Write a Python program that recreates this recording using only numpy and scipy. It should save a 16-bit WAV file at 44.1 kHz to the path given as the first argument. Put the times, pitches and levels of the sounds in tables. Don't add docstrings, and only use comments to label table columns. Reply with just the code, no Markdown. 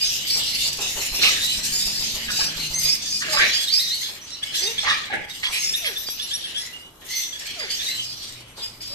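import sys
import numpy as np
from scipy import signal
from scipy.io import wavfile
from scipy.ndimage import uniform_filter1d

SR = 44100
rng = np.random.default_rng(int(sys.argv[2]) if len(sys.argv) > 2 else 0)


def rack_gain(trim_db):
    fader = np.asarray(trim_db, float)
    return 10 ** (fader / 20)


def store_pcm(level_fs):
    pcm = np.round(np.clip(level_fs, -1, 1) * 32767).astype(np.int16)
    wavfile.write(sys.argv[1], SR, np.atleast_2d(pcm).T)


N = 394254

# t/s, length/s, throat start f/Hz, throat end f/Hz, level/dB
DEEP_SQUAWKS = [(1.227, 0.096, 2700, 2170, -21), (1.212, .1, 1510, 1070, -30.5),
                (2.279, 0.037, 1620, 1640, -26), (3.368, 0.11, 1360, 2600, -18.5),
                (4.83, .03, 670, 800, -29.5), (1.3, 0.0304, 4200, 5000, -29),
                (4.878, 0.062, 2700, 4100, -25), (4.856, 0.12, 4500, 4800, -33),
                (5.428, 0.11, 1060, 1010, -41), (5.428, 0.049, 2100, 2500, -24),
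                (5.528, 0.083, 2200, 2400, -28.5), (5.841, 0.062, 2400, 1840, -26),
                (7.598, 0.1, 2000, 1810, -34.5)]
MIDDLE_SQUAWKS = [
    (3.204, .14, 1560, 1671, -31),
    (3.33, 0.081, 800, 1300, -27),
    (4.845, 0.094, 900, 1250, -23.5),
    (4.87, .065, 1750, 1850, -24),
]
SHRILL_SQUAWKS = [
    (2.388, 0.046, 890, 1520, -31.5),
    (5.097, 0.087, 800, 830, -36),
    (5.1, 0.071, 1650, 1700, -32),
]
DEEP_HZ, MIDDLE_HZ, SHRILL_HZ = 408.7, 582.4, 819
GRIT_DB = 3.5
# t/s, start f/Hz, end f/Hz, level/dB, fall per partial/dB
COOS = [
    (4.608, 360, 475, -46.5, 8),
    (5.814, 697, 376.4, -51, 8),
    (7.555, 723, 370, -52, 6),
    (8.9, 560, 640, -54.5, 11),
    (3.275, 638, 569, -45, 7),
    (5.095, 790, 815, -48, 7),
]
COO_S, COO_ROUGH = .12, .03

# t/s, length/s, loudest partial f/Hz, peak level/dB
CLEAR_CHIRPS = [(0.392, 0.023, 3590, -31), (2.847, 0.019, 3990, -30), (3.573, 0.071, 3360, -27.5),
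                (4.423, 0.0064, 3425, -24), (4.659, 0.012, 3740, -24.5), (4.777, 0.006, 3440, -19),
                (5.956, 0.016, 3580, -26.5), (6.727, 0.039, 2860, -36.5), (6.789, 0.094, 2920, -46.5),
                (7.32, 0.046, 3380, -34), (7.861, 0.022, 3850, -25.5), (7.893, 0.077, 4080, -33),
                (.006, 0.052, 4915, -21.5), (0.045, 0.024, 6330, -27.5), (1.717, 0.092, 7000, -29.5),
               (2.855, 0.045, 6460, -29.5), (3.107, 0.077, 4920, -27), (3.317, 0.099, 5020, -25.5),
               (4.315, 0.034, 5600, -37.5), (4.636, 0.03, 6130, -31), (5.586, 0.062, 6460, -30),
               (5.626, 0.1, 5340, -26), (6.22, 0.022, 5720, -34), (6.329, 0.024, 5640, -27),
               (7.15, 0.045, 6110, -28.5), (7.225, 0.09, 5980, -38), (7.584, 0.055, 4870, -32),
               (8.046, 0.1, 4950, -35.5), (8.614, 0.06, 4980, -31.5)]
# t/s, length/s, loudest partial f/Hz, peak level/dB, glide ratio
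SLIDING_CHIRPS = [(0.058, 0.045, 5200, -25, 1.06), (0.979, 0.15, 4400, -40, 0.89),
                  (1.4, 0.14, 3800, -27, 1.04), (2.831, 0.06, 4760, -22.5, 1.07),
                  (2.884, 0.061, 4790, -20, 1.115), (5.731, 0.018, 3450, -22, 1.07),
                  (3.72, 0.075, 4670, -20, 1.114), (3.285, 0.078, 4120, -34, 1.16),
                  (3.391, 0.065, 1449, -22.5, 1.38), (3.528, 0.046, 4870, -22, 1.01),
                  (3.669, 0.026, 3830, -27, 0.96), (3.691, 0.044, 4000, -25, 1.2),
                  (3.785, 0.037, 3667, -25, 1.13), (3.907, 0.041, 3800, -26.5, 1.17),
                  (3.946, 0.13, 4470, -40, 1.0), (4.552, 0.074, 3870, -37, 1.1),
                  (4.57, 0.064, 5830, -32, 1.04), (5.589, 0.065, 2430, -47, 0.75),
                  (6.189, 0.032, 3210, -30, 1.14), (6.304, 0.037, 3230, -27, 1.11),
                  (6.541, 0.055, 3157, -28, 1.075), (6.569, 0.075, 5700, -35.5, 0.9)]
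# t/s, length/s, loudest partial f/Hz, peak level/dB
HELD_CALLS = [(.5, 0.052, 4200, -32.5), (.84, .05, 2700, -39.5), (.99, 0.05, 4300, -40),
              (1.14, .06, 5400, -29), (1.16, 0.036, 2800, -33), (2.73, 0.11, 2100, -43.5),
              (3.08, 0.037, 6300, -34), (3.491, 0.037, 4060, -29), (3.52, .1, 6870, -39),
              (3.57, .06, 4900, -30), (4.028, 0.067, 3360, -36), (6.071, 0.031, 3350, -37),
              (6.425, 0.037, 3310, -33), (3.83, 0.085, 3800, -30), (4.64, 0.044, 2050, -45),
              (4.66, 0.066, 2750, -36), (4.8, 0.028, 5500, -33), (4.93, 0.025, 2400, -29),
              (5.435, 0.045, 3350, -25.5), (5.445, 0.03, 4600, -44), (5.48, 0.045, 5900, -42.5),
              (5.525, 0.09, 4000, -40), (5.53, .05, 3250, -31), (5.62, 0.042, 2150, -40),
              (5.76, 0.067, 5900, -42), (5.86, 0.056, 5700, -46), (5.85, 0.03, 3300, -27),
              (6.06, 0.04, 4800, -32.5), (6.6, 0.11, 2000, -45), (7.23, 0.054, 3600, -39),
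              (7.7, 0.065, 3300, -46)]
# t/s, length/s, loudest partial f/Hz, peak level/dB
RASPS = [(0.296, .084, 4975, -22.5), (0.461, 0.039, 4190, -30.5), (0.614, 0.051, 4170, -31.5),
         (0.636, 0.053, 4710, -27.5), (1.229, 0.055, 2717, -19), (1.72, 0.18, 4950, -27),
         (1.944, 0.098, 5070, -29.5), (2.355, 0.14, 4990, -25), (2.401, 0.016, 1636, -32.5),
         (2.579, 0.11, 4130, -32.5), (3.731, 0.041, 4790, -24.5), (4.008, 0.084, 4200, -40),
         (4.02, 0.049, 3410, -34.5), (4.301, 0.08, 3950, -40), (4.209, .04, 5880, -42.5),
         (4.011, 0.01, 2054, -39), (4.431, .05, 2180, -45), (1.47, .09, 3000, -29),
         (4.534, 0.019, 3270, -25.5), (4.618, 0.037, 4740, -25.5), (4.875, 0.064, 1815, -27.5),
         (4.881, 0.053, 3500, -26), (5.129, 0.022, 1661, -27), (5.293, 0.024, 3690, -37),
         (5.519, 0.057, 2390, -31), (7.099, 0.12, 2044, -38.5), (7.11, 0.082, 4340, -34.5),
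         (7.695, 0.053, 4710, -28.5), (7.787, 0.041, 3520, -30.5), (7.88, 0.04, 2078, -39),
         (7.974, 0.059, 3080, -29), (8.802, 0.18, 4950, -37)]
CLEAR_ROUGH, SLIDE_ROUGH, HELD_ROUGH = .02, .058, .035
RASP_GLIDE, RASP_ROUGH, RASP_DB_PER_DB = 1.025, .085, .5
# t/s, length/s, top f/Hz, peak level/dB, droop share
ARCHED_CALLS = [
    (2.735, 0.071, 6350, -26, 0.091),
    (3.79, .07, 4250, -33, 0.0814),
    (7.088, .05, 6300, -38, .03),
    (3.05, 0.0225, 3600, -34, 0.094),
]
# t/s, peak level/dB, f/Hz
WHISTLES = [
    (5.7604, -20.5, 11740),
    (5.861, -23, 11630),
    (5.9808, -22, 12150),
    (6.1027, -22, 11870),
    (6.224, -28.5, 11320),
    (6.338, -27, 11270),
    (6.4526, -35, 10860),
    (6.5794, -31.5, 11200),
    (7.155, -24.5, 12430),
]
PERCH_PAN_DB = -6, 4
SIDE_LEAD = 21

# t/s, air push level/dB, feather rustle level/dB
WING_BEATS = [(.349, -41, -36.5), (.499, -48, -50), (.648, -50, -42), (0.78, -36, -32), (.955, -29, -32),
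              (1.119, -26.5, -36.5), (1.222, -48.5, -32), (1.419, -48, -45.5), (3.389, -31, -41),
              (4.078, -61, -47), (5.491, -39, -42), (7.015, -63.5, -51), (8.565, -60, -42.5)]
BOUT_START_S, BEAT_S, BOUT_PUSH_DB, BOUT_RUSTLE_DB = 1.576, .1408, -30.5, -41.5
WIRE_SNAP_S, WIRE_SNAP_DB = 6.088, -28
# t/s, peak level/dB, f/Hz
TICKS = [(0.1404, -29, 5340), (0.773, -18, 8730), (0.9094, -20, 5680), (1.2264, -11, 4830),
         (1.663, -22, 8490), (4.0352, -21, 4480), (4.3046, -20, 6040), (4.4354, -27, 5650),
         (5.0174, -17, 5030), (5.0557, -18, 4820), (5.1034, -35, 5180), (5.2984, -20.5, 4510),
         (5.4324, -31, 5420), (5.441, -20, 4590), (5.5544, -17, 4590), (7.396, -20, 5570),
         (7.7045, -20, 4510), (8.804, -34, 5750)]

# t/s, hold/s, level/dB
BIG_FLOCK = [(0, 0.21, -37.5), (0.248, 1, -37), (1.193, 0.19, -30), (1.545, 1, -39), (2.392, 0.24, -36.5),
             (2.815, 0.22, -36.5), (3.245, 0.11, -29.5), (3.407, 0.033, -19.5), (3.702, 0.61, -45),
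             (4.425, 0.46, -37), (4.855, 0.071, -25), (5.128, 0.023, -26.5), (5.433, 0.49, -38.5),
             (5.947, 0.22, -50), (6.18, 0.52, -42.5), (7.022, 0.43, -44.5), (7.41, 0.49, -38),
             (8.017, 0.51, -47.5), (8.214, 0.054, -45), (8.593, 0.032, -41), (8.807, .15, -46)]
# t/s, hold/s, voices level/dB, feather and wire hiss level/dB
SMALL_FLOCK = [(0, 0.18, -23.5, -37.5), (0.274, 0.4, -21, -36), (0.637, 0.24, -25.5, -42),
               (0.903, 0.46, -26.5, -37), (1.224, 0.056, -13.5, -38), (1.42, 0.12, -21, -39),
               (1.639, 0.31, -22, -36.5), (2.003, 0.21, -24.5, -40.5), (2.308, 0.12, -25.5, -36.5),
               (2.57, 0.091, -23.5, -40), (2.792, 0.077, -23, -33), (3.024, 0.17, -24.5, -42),
               (3.303, 0.18, -23.5, -40.5), (3.536, 0.38, -25.5, -41), (3.92, 0.15, -32, -45),
               (4.278, 0.032, -30.5, -69), (4.44, 0.15, -33.5, -50.5), (4.557, 0.11, -26, -41),
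               (4.783, 0.22, -30, -56), (5.296, 0.55, -36, -48.5), (5.528, 0.13, -28, -35.5),
               (5.822, 0.29, -31, -52), (6.176, 0.32, -34, -56.5), (6.583, 0.07, -34.5, -49),
               (7.011, .07, -49, -58), (7.05, .05, -44, -48), (7.09, 0.14, -28, -44),
               (7.397, 0.26, -33, -50), (7.715, 0.21, -26.5, -43), (8.022, 0.29, -34.5, -52.5),
               (8.574, 0.036, -35.5, -48.5), (8.82, 0.067, -36.5, -52.5)]
# f/Hz, density level/dB per Hz
CROWD_COLOUR = [(600, -15), (1200, -28.5), (1680, -8.5), (2940, -2), (8610, -13), (9560, -22), (12300, -13),
                (14500, -16)]
SWELL_DB_PER_S, FADE_DB_PER_S, HUSH_DB = 1100, 93.5, -61
SNAPS_PER_S, SNAP_DB = 34, 2.2

# f/Hz, level/dB
STREET_COLOUR = [(12, -30), (20, 6), (230, 1), (406, -8), (561, -10.5), (1390, -10), (1960, -17.5)]
STREET_DB = -54
# t/s, level/dB
TRAFFIC = [
    (0.0, -51),
    (1.69, -45.5),
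    (2.6, -47.5),
    (4, -55.5),
    (6.0, -55),
    (7.2, -58),
    (8.94, -53.5),
]
# start t/s, end t/s, f/Hz, level/dB
DRONES = [
    (0, 0.853, 134.5, -53),
    (1.55, 2.41, 213.7, -50),
    (2.33, 2.925, 159.5, -46),
    (2.95, 3.498, 209.7, -56),
    (7.903, 8.543, 119, -58),
    (8.552, 9.2, 108.7, -56.5),
]
ROOM_T60_S, ROOM_DB = .5, -2.5
AIR_DB = -63
# f/Hz, width/Hz, depth/0-1
SPECTRAL_DIPS = [
    (3167, 176, 0.48),
    (7950, 760, 0.2),
    (9630, 590, 0.15),
]


def rms_one(x):
    return x / np.sqrt(np.mean(x ** 2) + 1e-20)


def drift(rate, size):
    knots = rng.standard_normal(int(size * rate / SR) + 2)
    return np.interp(np.arange(size) * rate / SR, np.arange(len(knots)), knots)


def wobble(rate, u):
    knots = rng.standard_normal(int(rate / 3) + 2)
    x = np.interp(np.arange(len(u)) * rate / SR, np.arange(len(knots)), knots)
    return x - x.mean()


def band(x, low_hz, high_hz):
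    return signal.sosfilt(signal.butter(2, [low_hz, min(high_hz, .45 * SR)], "band", fs=SR, output="sos"), x)


def add(out, s, sound, pan_db, lead=4):
    lead = round(lead)
    for side, sign in enumerate((1, -1)):
        at = max(round(s * SR) + max(-sign * lead, 0), 0)
        piece = sound[:max(N - at, 0)]
        out[side, at:at + len(piece)] += rack_gain(sign * pan_db / 2) * piece


def span(length):
    return np.linspace(0, 1, max(round(length * SR), 64))


def squawk(pitch_hz, length, start_hz, end_hz):
    u = span(length)
    phase = 2 * np.pi * np.cumsum(pitch_hz * (1 + .07 * wobble(300, u))) / SR
    throat_hz = start_hz + (end_hz - start_hz) * u
    voice = 0
    for k in np.arange(1, 7000 // pitch_hz, .5):
        near = np.log(k * pitch_hz / throat_hz)
        upper = np.log(k * pitch_hz / (1.9 * throat_hz))
        gain = 1 / (1 + (near / .13) ** 2) + .35 / (1 + (upper / .2) ** 2)
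        partial_db = -6.5 * (k % 1 > 0) + 4 * wobble(200, u)
        voice = voice + gain * rack_gain(partial_db) * np.sin(k * phase)
    envelope = np.minimum(u * length / .0051, 1) * np.sqrt(1 - u ** 2)
    grit = rack_gain(GRIT_DB * wobble(110, u))
    return band(band(rms_one(voice) * envelope * grit, 480, 6900), 420, 9000)


def coo(start_hz, end_hz, fall_db):
    u = span(COO_S)
    slide_hz = start_hz + (end_hz - start_hz) * np.sin(np.pi / 2 * u) ** 2
    phase = 2 * np.pi * np.cumsum(slide_hz * (1 + COO_ROUGH * wobble(153, u))) / SR
    voice = sum(rack_gain(-fall_db * k) * np.sin((k + 1) * phase) for k in range(4))
    return voice * np.sqrt(np.sin(np.pi * u).clip(0))


def parrots():
    out = np.zeros((2, N))
    birds = (DEEP_HZ, DEEP_SQUAWKS), (MIDDLE_HZ, MIDDLE_SQUAWKS), (SHRILL_HZ, SHRILL_SQUAWKS)
    for pitch_hz, squawks in birds:
        for s, length, start_hz, end_hz, level_db in squawks:
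            add(out, s, rack_gain(level_db) * squawk(pitch_hz, length, start_hz, end_hz), -2.5, 8)
    for s, start_hz, end_hz, level_db, fall_db in COOS:
        add(out, s, rack_gain(level_db + 10.5) * coo(start_hz, end_hz, fall_db), -3)
    return out


def chirp(length, hz, glide, rough, others_db, breath_db, droop=0):
    u = span(min(length, .3))
    order = max(round(hz / 2100), 1)
    swoop = (np.clip(glide, .85, 1.3) - 1) * (1 - (1 - u) ** 2)
    onset = .045 * np.exp(-u * length / .008)
    arch = droop * abs(2 * u - .9) ** 2.5
    waver = .7 * (rough + .004) * wobble(900, u)
    phase = 2 * np.pi * np.cumsum(hz / order * (1 + swoop - onset - arch + waver)) / SR
    tone = sum(rack_gain(-others_db * np.sqrt(abs(k - order))) * np.sin(k * phase) for k in range(1, 7))
    breath = rack_gain(breath_db) * band(rng.standard_normal(SR // 3)[:len(u)], 1900, 9400)
    flutter = rack_gain(2.84 * wobble(188, u))
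    return (tone + breath) * np.minimum(u * length / .009, 1) * np.sqrt(1 - u ** 3) * flutter


def whistle(hz):
    u = span(.093)
    phase = 2 * np.pi * np.cumsum(hz * (1 - .0468 * (1 - u) ** 3 + .021 * wobble(379, u))) / SR
    voice = np.sin(phase) + .45 * np.sin(phase / 2)
    return voice * np.minimum(9 * u, 1) * (1 - u)


def small_birds():
    out = np.zeros((2, N))
    calls = [(*row, 1, CLEAR_ROUGH) for row in CLEAR_CHIRPS]
    calls += [(*row, SLIDE_ROUGH) for row in SLIDING_CHIRPS]
    calls += [(*row, 1, HELD_ROUGH) for row in HELD_CALLS]
    calls += [(*row, RASP_GLIDE, RASP_ROUGH * rack_gain(RASP_DB_PER_DB * (row[3] + 30))) for row in RASPS]
    for s, length, hz, peak_db, glide, rough in calls:
        voice = chirp(length + .0148, hz, glide, rough, others_db=19.8, breath_db=-15)
        add(out, s, rack_gain(peak_db + 3.5 + 6.1 * rough) * voice, rng.uniform(*PERCH_PAN_DB), SIDE_LEAD)
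    for s, length, hz, peak_db, droop in ARCHED_CALLS:
        voice = chirp(length + .016, hz, 1, CLEAR_ROUGH, others_db=14, breath_db=-12, droop=droop)
        add(out, s, rack_gain(peak_db + 2.5) * voice, -2, SIDE_LEAD)
    for s, peak_db, hz in WHISTLES:
        add(out, s - .008, rack_gain(peak_db - 5) * whistle(hz), 3, SIDE_LEAD)
    return out


def wings():
    push, rustle = np.zeros((2, N)), np.zeros((2, N))
    t = np.arange(round(.12 * SR)) / SR
    bout = [(BOUT_START_S + k * BEAT_S, BOUT_PUSH_DB, BOUT_RUSTLE_DB) for k in range(10)]
    for s, push_db, rustle_db in WING_BEATS + bout:
        air = -np.sin(2 * np.pi * 36 * t) * np.exp(-t / .015)
        add(push, s, rack_gain(push_db + .5) * air, 0)
        grains = rng.standard_normal(len(t)) * rack_gain(1.65 * drift(115, len(t)))
        feathers = band(grains * np.minimum(t / .017, 1) * np.exp(-t / .052), 334, 1220)
        add(rustle, s, rack_gain(rustle_db + 13) * feathers, -1.5)
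    snap = band(np.exp(-t / .0001) * 6, 150, 7700)
    add(push, WIRE_SNAP_S, rack_gain(WIRE_SNAP_DB) * snap, -4)
    return push, rustle


def claws():
    out, t = np.zeros((2, N)), np.arange(round(.04 * SR)) / SR
    for s, peak_db, hz in TICKS:
        crack = rng.standard_normal(len(t)) * np.exp(-t / .0024)
        tick = rack_gain(peak_db - 4.5) * band(crack, hz / 2.4, hz * 1.33)
        add(out, s, tick, rng.uniform(*PERCH_PAN_DB), SIDE_LEAD)
    return out


def colour_db(points, hz):
    return np.interp(np.log(hz), np.log(np.array(points)[:, 0]), np.array(points)[:, 1])


def outbursts(t, s, hold, level_db):
    late = t[:, None] - s
    db = level_db - SWELL_DB_PER_S * (-late).clip(0) - FADE_DB_PER_S * (late - hold).clip(0)
    return 10 * np.log10(np.sum(rack_gain(2 * db), axis=1) + rack_gain(2 * HUSH_DB))


def crowd():
    hop = 128
    hz, t, noise = signal.stft(rng.standard_normal((2, N)), SR, nperseg=512, noverlap=512 - hop)
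    cells = noise.shape[1:]
    born = rng.random(cells) < 260 * hop / SR / len(hz)
    born = born * rack_gain(3 * rng.exponential(1, cells).clip(0, 3))
    wide = uniform_filter1d(uniform_filter1d(born, size=4, axis=0), size=3, axis=0)
    fade = rack_gain(-120 * hop / SR / .58)
    power = signal.lfilter([1], [1, -fade], uniform_filter1d(wide, size=12, axis=1), axis=1)
    power = power / power.mean() + .5
    flutter = 5 * drift(45, N + 256)[::hop][:len(t)]
    power = power * rack_gain(np.outer(np.clip(hz / 7000, 0, 1), flutter))
    snaps = (rng.random(len(t)) < SNAPS_PER_S * hop / SR) * rng.exponential(1, len(t)).clip(0, 2.5)
    snaps = signal.lfilter([1], [1, -.55], snaps)
    power = power * rack_gain(2 * SNAP_DB * np.outer(np.clip(hz / 6000 - .4, 0, 1), snaps))
    s, hold, voices_db, hiss_db = np.transpose(SMALL_FLOCK)
    levels = [outbursts(t, *np.transpose(BIG_FLOCK)),
              outbursts(t, s, hold, voices_db), outbursts(t, s, hold, hiss_db)]
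    share = np.interp(np.log(hz + 1), np.log([2400, 4800, 10000]), [0, 1, 2])
    effort_db = sum(np.outer((1 - abs(share - k)).clip(0), db) for k, db in enumerate(levels))
    colour = colour_db(CROWD_COLOUR, hz + 1) - np.interp(share, [0, 1, 2], [33, 37, 26])
    bursts = noise * np.sqrt(power) * rack_gain(effort_db + colour[:, None] + 47.5)
    return signal.istft(bursts, SR, nperseg=512, noverlap=512 - hop)[1][:, :N]


def patchy(points, low_hz, high_hz, patch_db, alike, count):
    out, edges = 0, np.geomspace(low_hz, high_hz, count + 1)
    white = rng.standard_normal((2, 2, N))
    share = np.clip(alike, 0, 1)
    for k, (low, high) in enumerate(zip(edges, edges[1:])):
        mid, side = band(white[k % 2], low, high)
        swell_db = patch_db * (drift(7.8, N) + .5 * drift(41, N))
        gain = rack_gain(colour_db(points, np.sqrt(low * high)) + swell_db)
        out = out + gain * (np.sqrt(1 + share) * mid + np.sqrt(1 - share) * side * [[1], [-1]])
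    return rms_one(out)


def street():
    rumble_db = np.interp(np.arange(N) / SR, *np.transpose(TRAFFIC))
    out = rack_gain(rumble_db + 1.5) * patchy(STREET_COLOUR, 16.6, 308, 1.1, .92, count=6)
    out += rack_gain(STREET_DB) * patchy(STREET_COLOUR, 308, 1500, .6, .5, count=4)
    for start, end, hz, level_db in DRONES:
        u = span(min(end - start, 1))
        phase = 2 * np.pi * np.cumsum(hz * (1 + .043 * drift(11.46, SR)[:len(u)])) / SR
        level = rack_gain(level_db + 3.5 + 3.8 * drift(12.6, SR)[:len(u)])
        add(out, start, level * np.sin(phase) * np.sin(np.pi * u).clip(0) ** .081, 0)
    return out


def bird_house(x):
    t = np.arange(SR) / SR
    tail = rng.standard_normal((2, SR)) * rack_gain(-60 * t / ROOM_T60_S) * (t > .004)
    tail = tail / np.sqrt(np.sum(tail ** 2, axis=1, keepdims=True))
    return x + rack_gain(ROOM_DB) * signal.fftconvolve(x.mean(0, keepdims=True), tail, axes=1)[:, :N]


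def scene():
    far = crowd() + street()
    push, rustle = wings()
    room = bird_house(rustle + claws() + parrots() + small_birds())
    air = rack_gain(AIR_DB) * band(rng.standard_normal((2, N)), 1500, 8000)
    return room + push + far + air


def drop_weak_bands(x, under_db, tilt_db):
    hz, t, cells = signal.stft(x, SR, nperseg=1024, noverlap=512)
    power = uniform_filter1d(np.sum(abs(cells) ** 2, axis=0), size=3, axis=1)
    near = uniform_filter1d(power, size=5, axis=0)
    around = np.exp(uniform_filter1d(np.log(power + 1e-18), size=30, axis=0))
    limit_db = under_db - tilt_db * np.log2(hz[:, None] / 3000 + .033)
    keep = (near > around * rack_gain(-2 * limit_db)) | (hz[:, None] < 1400)
    return signal.istft(cells * keep, SR, nperseg=1024, noverlap=512)[1][:, :N]


def low_pass(x):
    return signal.sosfilt(signal.butter(12, 15080, fs=SR, output="sos"), x)


def record(dry):
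    x = dry + band(dry, 6070, 13000) * [[.4], [-.33]]
    for hz, width_hz, depth in SPECTRAL_DIPS:
        x = x - np.clip(depth, 0, 1) * band(x, hz - width_hz / 2, hz + width_hz / 2)
    rounded = .8 * np.tanh(x / .8)
    thinned = drop_weak_bands(rounded, under_db=7.6, tilt_db=3)
    top = signal.cheby2(10, 60, 15000, fs=SR, output="sos")
    return low_pass(signal.sosfilt(top, thinned))


dry = scene()
out = record(dry)
store_pcm(out)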